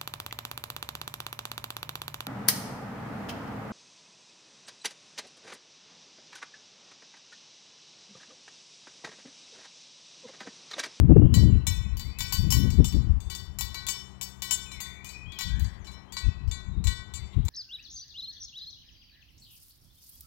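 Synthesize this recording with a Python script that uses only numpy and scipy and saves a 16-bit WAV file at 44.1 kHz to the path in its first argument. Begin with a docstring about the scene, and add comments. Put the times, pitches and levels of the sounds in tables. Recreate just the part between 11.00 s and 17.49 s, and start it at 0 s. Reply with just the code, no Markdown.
"""Sheep bell on a windy hillside

Close by on a grassy slope, the clapper of a small collar bell knocks and bounces as a sheep tugs at
the grass. A bird whistles slow glides from the trees, an engine hums far off, and gusts buffet the
microphone. Hillside, wall and houses return a faint echo. The scene is on the left channel alone."""
import sys
import numpy as np
from scipy import signal
from scipy.fft import rfft, irfft, next_fast_len
from scipy.io import wavfile
from scipy.ndimage import uniform_filter1d

SR = 44100
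rng = np.random.default_rng(int(sys.argv[2]) if len(sys.argv) > 2 else 0)


def int16_out(signal):
    """Quantize to a 16-bit WAV file."""
    q = np.round(np.clip(np.atleast_2d(signal).T, -1, 1) * 32767)
    wavfile.write(sys.argv[1], SR, q.astype(np.int16))


N = 286209
TIME = np.arange(N) / SR


def bell(ring_db=-1):
    """A small collar bell, close by: its loose clapper sets the wall ringing and clashes against it."""
    hits = clapper_contacts()
    return undb(ring_db) * bell_ring(hits) + bell_clash(hits)


def clapper_blows(node_depth=0.96):
    """A blow drives modes fully at an antinode, barely at a node; rows of start_s, level_db per family."""
    # clapper blows on the rim: start_s, strength_db, brightness_db, place_deg
    blows = [(0.3409, -28.5, -6.0, 88.4), (0.668, -30, -1.5, 152), (0.97, -43.0, 1.5, 172),
             (0.9954, -34, -10.5, 172), (1.1873, -39.5, 5, 50.3), (1.2059, -32, -0.5, 26.4),
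             (1.324, -26, -0.5, 174), (1.5045, -27.5, -0.5, 82), (1.523, -22.5, -1, 86),
             (1.592, -43, 2.5, 84), (1.7038, -42, -3, 140), (1.8442, -37.5, -0.5, 66),
             (1.925, -35.5, -14.0, 173), (2.204, -45.5, -11, 164), (2.2996, -31, -13.5, 88),
             (2.35, -36, -4, 168), (2.587, -41.5, 1.5, 126), (2.609, -33.5, -1, 56.5),
             (2.7446, -36, -8.0, 28), (2.867, -34, -5, 165), (2.8859, -30.5, -1.5, 1.2),
             (3.212, -42.0, 6, 15.4), (3.228, -48.5, 8.0, 60), (3.243, -45, -5, 172),
             (3.4208, -33.5, -2, 148), (3.5092, -33, 5, 15), (3.7164, -41, -14.5, 7.8),
             (3.8036, -39, 1, 106), (4.045, -48.5, 4, 31.6), (4.0907, -45.5, -7.5, 130),
             (4.321, -45.5, -14.5, 144), (4.3883, -36, -2.0, 16.6), (4.409, -33, -6.0, 30.8),
             (4.596, -48.5, -0.5, 57), (4.6446, -40, -20.5, 92), (4.8458, -47.5, -19.5, 72),
             (4.8692, -41.5, -21, 48), (4.916, -45.5, -18.5, 80), (5.123, -43, -6.0, 94),
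             (5.1676, -29, -19.5, 93.7), (5.4763, -52, -15, 90), (5.513, -36.5, -18, 100),
             (5.8409, -39, -5.5, 37), (5.8709, -25.5, -18, 92), (6.138, -39.5, -11.5, 96),
             (6.4515, -51, -1, 49.4), (6.483, -35.5, -9, 100)]
    # mode families (body, chime, lower clang, upper clang, ping, shimmer with no common nodes):
    # nodal_diameters, antinode_deg, brightness_share
    families = [(2, 33, 0), (3, 13, .3), (4, 18, .3), (5, 27, .4), (6, 9, .7), (0, 0, 1)]
    # how readily each family answers the clapper: level_db
    response_db = [1, -0.5, 2, 1, 5, -0.5]
    start_s, strength_db, brightness_db, place_deg = np.transpose(blows)[:, :, None]
    diameters, antinode_deg, share = np.transpose(families)
    coupling = 1 - node_depth * np.sin(diameters * np.radians(place_deg - antinode_deg)) ** 2
    drive_db = strength_db + np.array(response_db) + share * brightness_db + 10 * np.log10(coupling)
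    return np.hstack([start_s, drive_db])


def clapper_contacts(rebounds=4, rebound_db=-12, gap_s=0.03, rebound_t60=0.26):
    """The clapper bounces lightly after each blow; gives blows and rebounds in time order."""
    blows = clapper_blows()
    soft_loss_db = 7 * np.array([0.82, 1.2, 1.5, 0.54, 1.35, 0.9])  # per family, for a light touch
    rows, lag_s = [blows], 0
    for _ in range(rebounds):
        lag_s = lag_s + gap_s * rng.uniform(0.3, 1.7, len(blows))
        decay_db = 20 * np.log10(fade(lag_s, rebound_t60))[:, None]
        drive_db = blows[:, 1:] + rebound_db - soft_loss_db + decay_db
        rows.append(np.column_stack([blows[:, 0] + lag_s, drive_db]))
    rows = np.vstack(rows)
    return rows[np.argsort(rows[:, 0])]


def bell_ring(hits, scatter_db=1, treble_scatter_db=3, split_hz=11, twin_db=-10, grip=0.81, swing_db=2.5):
    """The modes carry their motion from one contact to the next, and waver as the bell swings."""
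    # modes of the bell; those of one family answer a blow together: pitch_hz, level_db, t60_s, family
    modes = [(1084, -14, 1.1, 0), (1507, -19.5, 0.9, 0), (1934, -12, 0.75, 0), (2284, -10.5, 0.72, 0),
             (3012, -7.5, 0.66, 1), (3558, -5, 0.46, 2), (4032, -5, 0.52, 0), (4589, -3.5, 0.39, 3),
             (5436, -4.5, 0.47, 1), (6137, -16, 0.4, 4), (6336, -15, 0.35, 4), (6465, -9, 0.36, 4),
             (6590, -17, 0.3, 4), (7224, 0, 0.27, 4), (7811, -9, 0.33, 4), (8506, -14, 0.36, 4),
             (9292, -12, 0.3, 4), (9485, -17, 0.32, 4), (10734, -22, 0.28, 5), (11154, -16, 0.28, 5),
             (11676, -13, 0.24, 5), (11768, -13, 0.26, 5), (12021, -13, 0.25, 5), (12349, -13, 0.23, 5),
             (12511, -13, 0.25, 5), (13167, -12, 0.24, 5), (13491, -11, 0.24, 5), (14099, -14, 0.23, 5),
             (14293, -14, 0.23, 5), (14546, -19, 0.23, 5)]
    hz, mode_db, t60, family = np.transpose(modes * 2)
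    family = family.astype(int)
    # the bell is not quite round: each mode has a weaker twin that beats against it
    twin = np.arange(len(hz)) >= len(modes)
    hz = hz + twin * split_hz * hz / np.median(hz) * rng.choice([-0.9, -1, 1, 3.5], len(hz))
    t = TIME[:SR]
    rings = np.exp(2j * np.pi * hz[:, None] * t) * fade(t, t60[:, None])
    members = np.unique(family)[:, None] == family
    tracks, motion = np.zeros((len(members), N)), np.zeros(len(hz), complex)
    starts = np.minimum(hits[:, 0] * SR, N).astype(int)
    for drive_db, start, end in zip(hits[:, 1:], starts, np.append(starts[1:], N)):
        chance_db = (scatter_db + treble_scatter_db * hz / hz.max()) * rng.standard_normal(len(hz))
        push = undb(drive_db[family] + mode_db + twin * twin_db + chance_db)
        # a firm contact damps the old ring and adds its own energy, a quarter turn out of step
        motion = motion * (1 - grip * push / (push + abs(motion)))
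        motion = motion + push * 1j * rng.choice([-1, 1], len(hz)) * np.exp(1j * np.angle(motion))
        n = min(end - start, SR - 1)
        tracks[:, start:start + n] = ((members * motion) @ rings[:, :n]).real
        motion = motion * rings[:, n]
    return sum(track * undb(swing_db * walk(45)) for track in tracks)


def bell_clash(hits, shimmer_hz=10000, shimmer_db=1, grit_db=5):
    """Each contact gives a tick, a brief clash and a gritty sizzle of countless weak modes."""
    # spectrum of metal striking metal: frequency_hz, level_db
    clash_colour = [(500, -30), (750, 1), (930, 12.5), (1300, -1), (1750, -5.5), (2800, 8.5), (3700, -8),
                    (4800, 8), (5700, 4.5), (6800, 13.5), (8500, -3), (10300, 3.5), (12000, -5),
                    (15200, -3)]
    stages = [(2, 0.024), (-4, 0.093), (-12, 0.31)]  # tick, clash, sizzle: level_db, t60_s
    t = TIME[:SR // 2]
    power = sum((undb(db) * fade(t, t60)) ** 2 for db, t60 in stages)
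    dull_power, bright_power = np.zeros(N), np.zeros(N)
    for start_s, *drive_db in hits:
        add(dull_power, start_s, power * undb(drive_db[:-1]).mean() ** 2)
        add(bright_power, start_s, power * undb(drive_db[-1] + shimmer_db) ** 2)
    clash = noise(clash_colour)
    dull = signal.sosfiltfilt(signal.butter(2, shimmer_hz, fs=SR, output="sos"), clash)
    # the thin wall gathers the treble into narrow metallic peaks
    wall = rng.standard_normal(len(t)) * fade(t, t60=0.025)
    bright = signal.fftconvolve(clash - dull, wall / np.linalg.norm(wall))[:N]
    grit = undb(2 + grit_db * walk(360))
    return np.sqrt(dull_power) * dull + np.sqrt(bright_power) * bright * grit


def wind(rumble_db=-3, flutter_db=-1.5, tearing_db=-1, lull_db=5, thump_s=0.024, slap_s=0.0066):
    """Gusts rumble and eddies thump on the microphone; stronger wind flutters and tears more."""
    # wind at the microphone: time_s, strength_db
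    gusts = [(0, -16.5), (.52, -17.5), (.63, -27), (1.05, -29), (1.33, -34), (1.44, -21), (1.8, -17),
             (2.13, -26.5), (2.23, -40.5), (2.62, -35.5), (3.05, -51), (4.36, -48.5), (4.5, -27),
             (4.75, -35.5), (5.12, -52), (5.42, -33), (5.65, -38.5), (5.86, -24.5), (6.02, -40),
             (6.49, -37)]
    # the largest eddies, each a thump: time_s, rumble_db, flutter_db
    thumps = [(.005, -12, -23), (0.114, -11.5, -13), (.185, -12, -14), (.25, -14.5, -17), (.38, -16.5, -18),
              (.45, -11.5, -19.5), (.495, -22, -20.5), (0.551, -12, -25), (.71, -22, -38),
              (.79, -23.5, -43), (.925, -22.5, -45), (1.413, -19.5, -32), (1.5, -25.5, -30),
              (1.615, -23.5, -24.5), (1.675, -21.5, -24.5), (1.805, -10.5, -17), (1.962, -16.5, -22),
              (2.11, -17.5, -29.5), (2.166, -19.5, -38), (2.28, -29, -51), (2.651, -35, -50),
              (3.78, -38, -74), (4.273, -34.5, -47), (4.54, -23, -46), (4.637, -18.5, -41),
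              (5.275, -15.5, -32), (5.486, -21, -51), (5.7, -28.5, -37), (5.785, -26.5, -31.5),
              (5.87, -18.5, -48), (6.23, -30, -70), (6.388, -18.5, -25.5), (6.45, -23, -41)]
    # the sharpest eddies, each a slap: time_s, level_db
    slaps = [(0.105, -18.5), (0.12, -17), (0.167, -17.5), (0.223, -17.5), (1.806, -33)]
    # spectra of slow eddies, quick eddies and the tearing of strong gusts: frequency_hz, level_db
    rumble_colour = [(12, -30.5), (25, -10.5), (45, -2.5), (70, 3), (100, -4), (140, -20.5), (260, -39),
                     (500, -85)]
    flutter_colour = [(70, -14), (120, 4.5), (190, -2), (260, -14.5), (400, -35.5), (800, -69),
                      (2000, -85.5)]
    tearing_colour = [(120, -16.5), (220, 5), (310, 4), (450, -11.5), (700, -24.5), (1200, -39),
                      (2500, -57.5), (8000, -104)]
    knee_db, growth = -13.5, 1.422  # flutter grows faster than rumble; their envelopes meet at the knee
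    strength_db = np.interp(TIME, *np.transpose(gusts)) - lull_db * abs(walk(28))
    rumble = undb(strength_db)
    flutter = undb(knee_db + growth * (strength_db - knee_db))
    for time_s, low_db, high_db in thumps:
        near = abs(TIME - time_s) < 10 * thump_s
        shape = pulse(TIME[near], time_s, thump_s)
        rumble[near] += shape * (undb(low_db) - rumble[near])
        flutter[near] += shape * (undb(high_db) - flutter[near])
    tearing = undb(tearing_db) * flutter ** 1.5
    tearing += sum(undb(db) * pulse(TIME, time_s, slap_s) for time_s, db in slaps)
    ragged = steady(noise(tearing_colour) * undb(3 * walk(130)), span_s=0.047)
    slow_eddies = undb(rumble_db) * rumble * steady(noise(rumble_colour), span_s=0.071)
    quick_eddies = undb(flutter_db) * flutter * steady(noise(flutter_colour), span_s=0.072)
    return slow_eddies + quick_eddies + tearing * ragged


def bird_whistles(waver=0.011, flicker_db=3, edge_s=0.0044, edge_db=-4):
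    """A bird in the trees whistles nearly pure tones that arc in pitch, swell and waver."""
    # one arc of pitch per whistle: start_s, length_s, first_hz, middle_hz, last_hz, level_db
    whistles = [(0.079, 0.22, 2856, 2777, 3300, -58.5), (0.498, 0.057, 2880, 2780, 2660, -52.5),
                (0.675, 0.21, 2460, 2520, 1850, -56), (1.035, 0.3, 1950, 2560, 2130, -54.5),
                (3.66, .22, 2556, 2180, 1820, -49), (3.953, 0.27, 2227, 2440, 2488, -48),
                (4.257, .13, 3040, 3370, 3060, -45), (4.462, .2, 1410, 1704, 2095, -51.5),
                (4.791, .06, 7100, 6420, 5680, -66), (5.074, 0.065, 3040, 3240, 3440, -60),
                (5.213, 0.11, 2430, 2570, 2620, -55.5), (5.695, .13, 4100, 3716, 3665, -62),
                (6.15, 0.097, 2815, 2207, 1984, -58)]
    out = np.zeros(N)
    wobble, flicker = 1 + waver * walk(160), undb(flicker_db * walk(70))
    for start_s, length_s, first_hz, middle_hz, last_hz, db in whistles:
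        on = (TIME > start_s) & (TIME < start_s + length_s)
        along = (TIME[on] - start_s) / length_s
        hz = np.polyval(np.polyfit([0, 0.5, 1], [first_hz, middle_hz, last_hz], 2), along)
        gate = np.clip(np.minimum(along, 1 - along) * length_s / edge_s, 0, 1)
        swell = undb(db + edge_db * (2 * along - 1) ** 2)
        out[on] += np.sqrt(2) * gate * swell * flicker[on] * np.sin(running_phase(hz * wobble[on]))
    return out


def bird_rasp(time_s=6.34, half_length_s=0.016, hz=3300, width_hz=1300, level_db=-51):
    """The bird gives one short, hoarse burst of noise."""
    hoarse = noise([(hz - width_hz, -25), (hz - width_hz / 2, -3), (hz, 0),
                    (hz + width_hz / 2, -3), (hz + width_hz, -18), (4 * hz, -30)])
    return undb(level_db) * hoarse * pulse(TIME, time_s, half_length_s)


def far_engine(firing_hz=64.24, drift=0.005, throb_db=1.46):
    """An engine far off hums at multiples of its firing rate, each throbbing on its own."""
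    # partials of the hum: harmonic_number, level_db
    harmonics = [(1, -54.5), (2, -61), (3, -59.5), (6, -72)]
    phase = running_phase(firing_hz * (1 + drift * walk(4)))
    hum = np.zeros(N)
    for number, db in harmonics:
        amplitude = np.sqrt(2) * undb(db + throb_db * walk(5.1))
        hum += amplitude * np.sin(number * phase + 2 * np.pi * rng.random())
    return hum


def valley_air(level_db=-57, swell_db=1):
    """Open air and far traffic blend into a soft, gently swelling rush."""
    # spectrum of the rush: frequency_hz, level_db
    air_colour = [(25, -17), (70, -1), (170, -5), (330, -9.5), (520, -18), (800, -13), (1050, -11),
                  (1500, -20), (2300, -23.5), (4000, -35), (8000, -45), (15000, -54)]
    return undb(level_db + swell_db * walk(3.32)) * noise(air_colour)


def far_drone(pitches_hz=(315, 355, 395, 455), level_db=-79, swell_db=5, wander=0.014):
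    """Faint wandering tones in the far rush swell and sink on their own."""
    phases = (running_phase(hz * (1 + wander * walk(40))) for hz in pitches_hz)
    return sum(undb(level_db + swell_db * walk(5.2)) * np.sin(phase) for phase in phases)


def hillside_echo(x, t60, build_s, dull_hz):
    """Diffuse echo from slope, trees and walls; it builds up gradually and has less treble."""
    t = TIME[:SR]
    tail = rng.standard_normal(SR) * fade(t, t60) * (1 - np.exp(-(t / build_s) ** 2))
    tail /= np.linalg.norm(tail)
    tail = signal.sosfilt(signal.butter(1, dull_hz, fs=SR, output="sos"), tail)
    return signal.fftconvolve(x, tail)[:N]


def idle_channel(level_db=-69.5):
    """The unused right channel carries only its own faint noise."""
    # spectrum of the self-noise: frequency_hz, level_db
    idle_colour = [(30, 0), (100, -4.5), (300, -6), (1000, -17), (3000, -28), (10000, -46), (15000, -36)]
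    return undb(level_db) * noise(idle_colour)


def undb(db):
    """Decibels to gain."""
    return 10 ** (np.asarray(db) / 20)


def noise(colour):
    """Noise of rms 1, shaped by points of frequency_hz, level_db."""
    hz, db = np.transpose(colour)
    size = next_fast_len(N)
    bins_hz = np.maximum(np.arange(size // 2 + 1) * SR / size, 1)
    gain = undb(np.interp(np.log(bins_hz), np.log(hz), db))
    x = irfft(rfft(rng.standard_normal(size)) * gain, size)[:N]
    return x / x.std()


def walk(rate_hz):
    """Smooth random wander of spread 1, heading for a new value rate_hz times a second."""
    hold = int(SR / rate_hz)
    steps = np.repeat(rng.standard_normal(N // hold + 1), hold)
    x = uniform_filter1d(uniform_filter1d(steps, hold), hold)[:N]
    return x / x.std()


def steady(x, span_s):
    """Evens out the swells of a noise that are slower than span_s."""
    span = int(span_s * SR)
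    return x / np.sqrt(uniform_filter1d(uniform_filter1d(x ** 2, span), span) + 1e-9)


def fade(t, t60):
    """Free decay, 60 dB down after t60 seconds."""
    return np.exp(-np.log(1000) * t / t60)


def pulse(t, centre_s, half_length_s):
    """A smooth rise and fall, peaking at 1."""
    return np.exp(-((t - centre_s) / half_length_s) ** 2)


def running_phase(hz):
    """Phase in radians of a changing pitch."""
    return 2 * np.pi * np.cumsum(hz) / SR


def add(track, start_s, sound):
    """Mixes a sound into the track from a given time."""
    i = int(np.clip(start_s * SR, 0, N - 1))
    track[i:i + len(sound)] += sound[:N - i]


def scene():
    """One microphone, on the left channel: the bell near and fairly dry, the bird far and echoing."""
    clank, song = bell(), bird_whistles() + bird_rasp()
    near = clank + undb(-9) * hillside_echo(clank, t60=0.57, build_s=0.0063, dull_hz=4900)
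    far = undb(-5.5) * song + undb(-4.5) * hillside_echo(song, t60=1.1, build_s=0.035, dull_hz=7000)
    left = undb(5) * (near + far + wind() + far_engine() + valley_air() + far_drone())
    return np.array([left, idle_channel()])


def record(dry):
    """The microphone rounds peaks near full scale and cuts the top."""
    cutoff_hz = 15800
    rounded = dry / (1 + dry ** 6) ** (1 / 6)
    return signal.sosfilt(signal.ellip(10, 0.2, 80, cutoff_hz, fs=SR, output="sos"), rounded)


dry = scene()
out = record(dry)
int16_out(out)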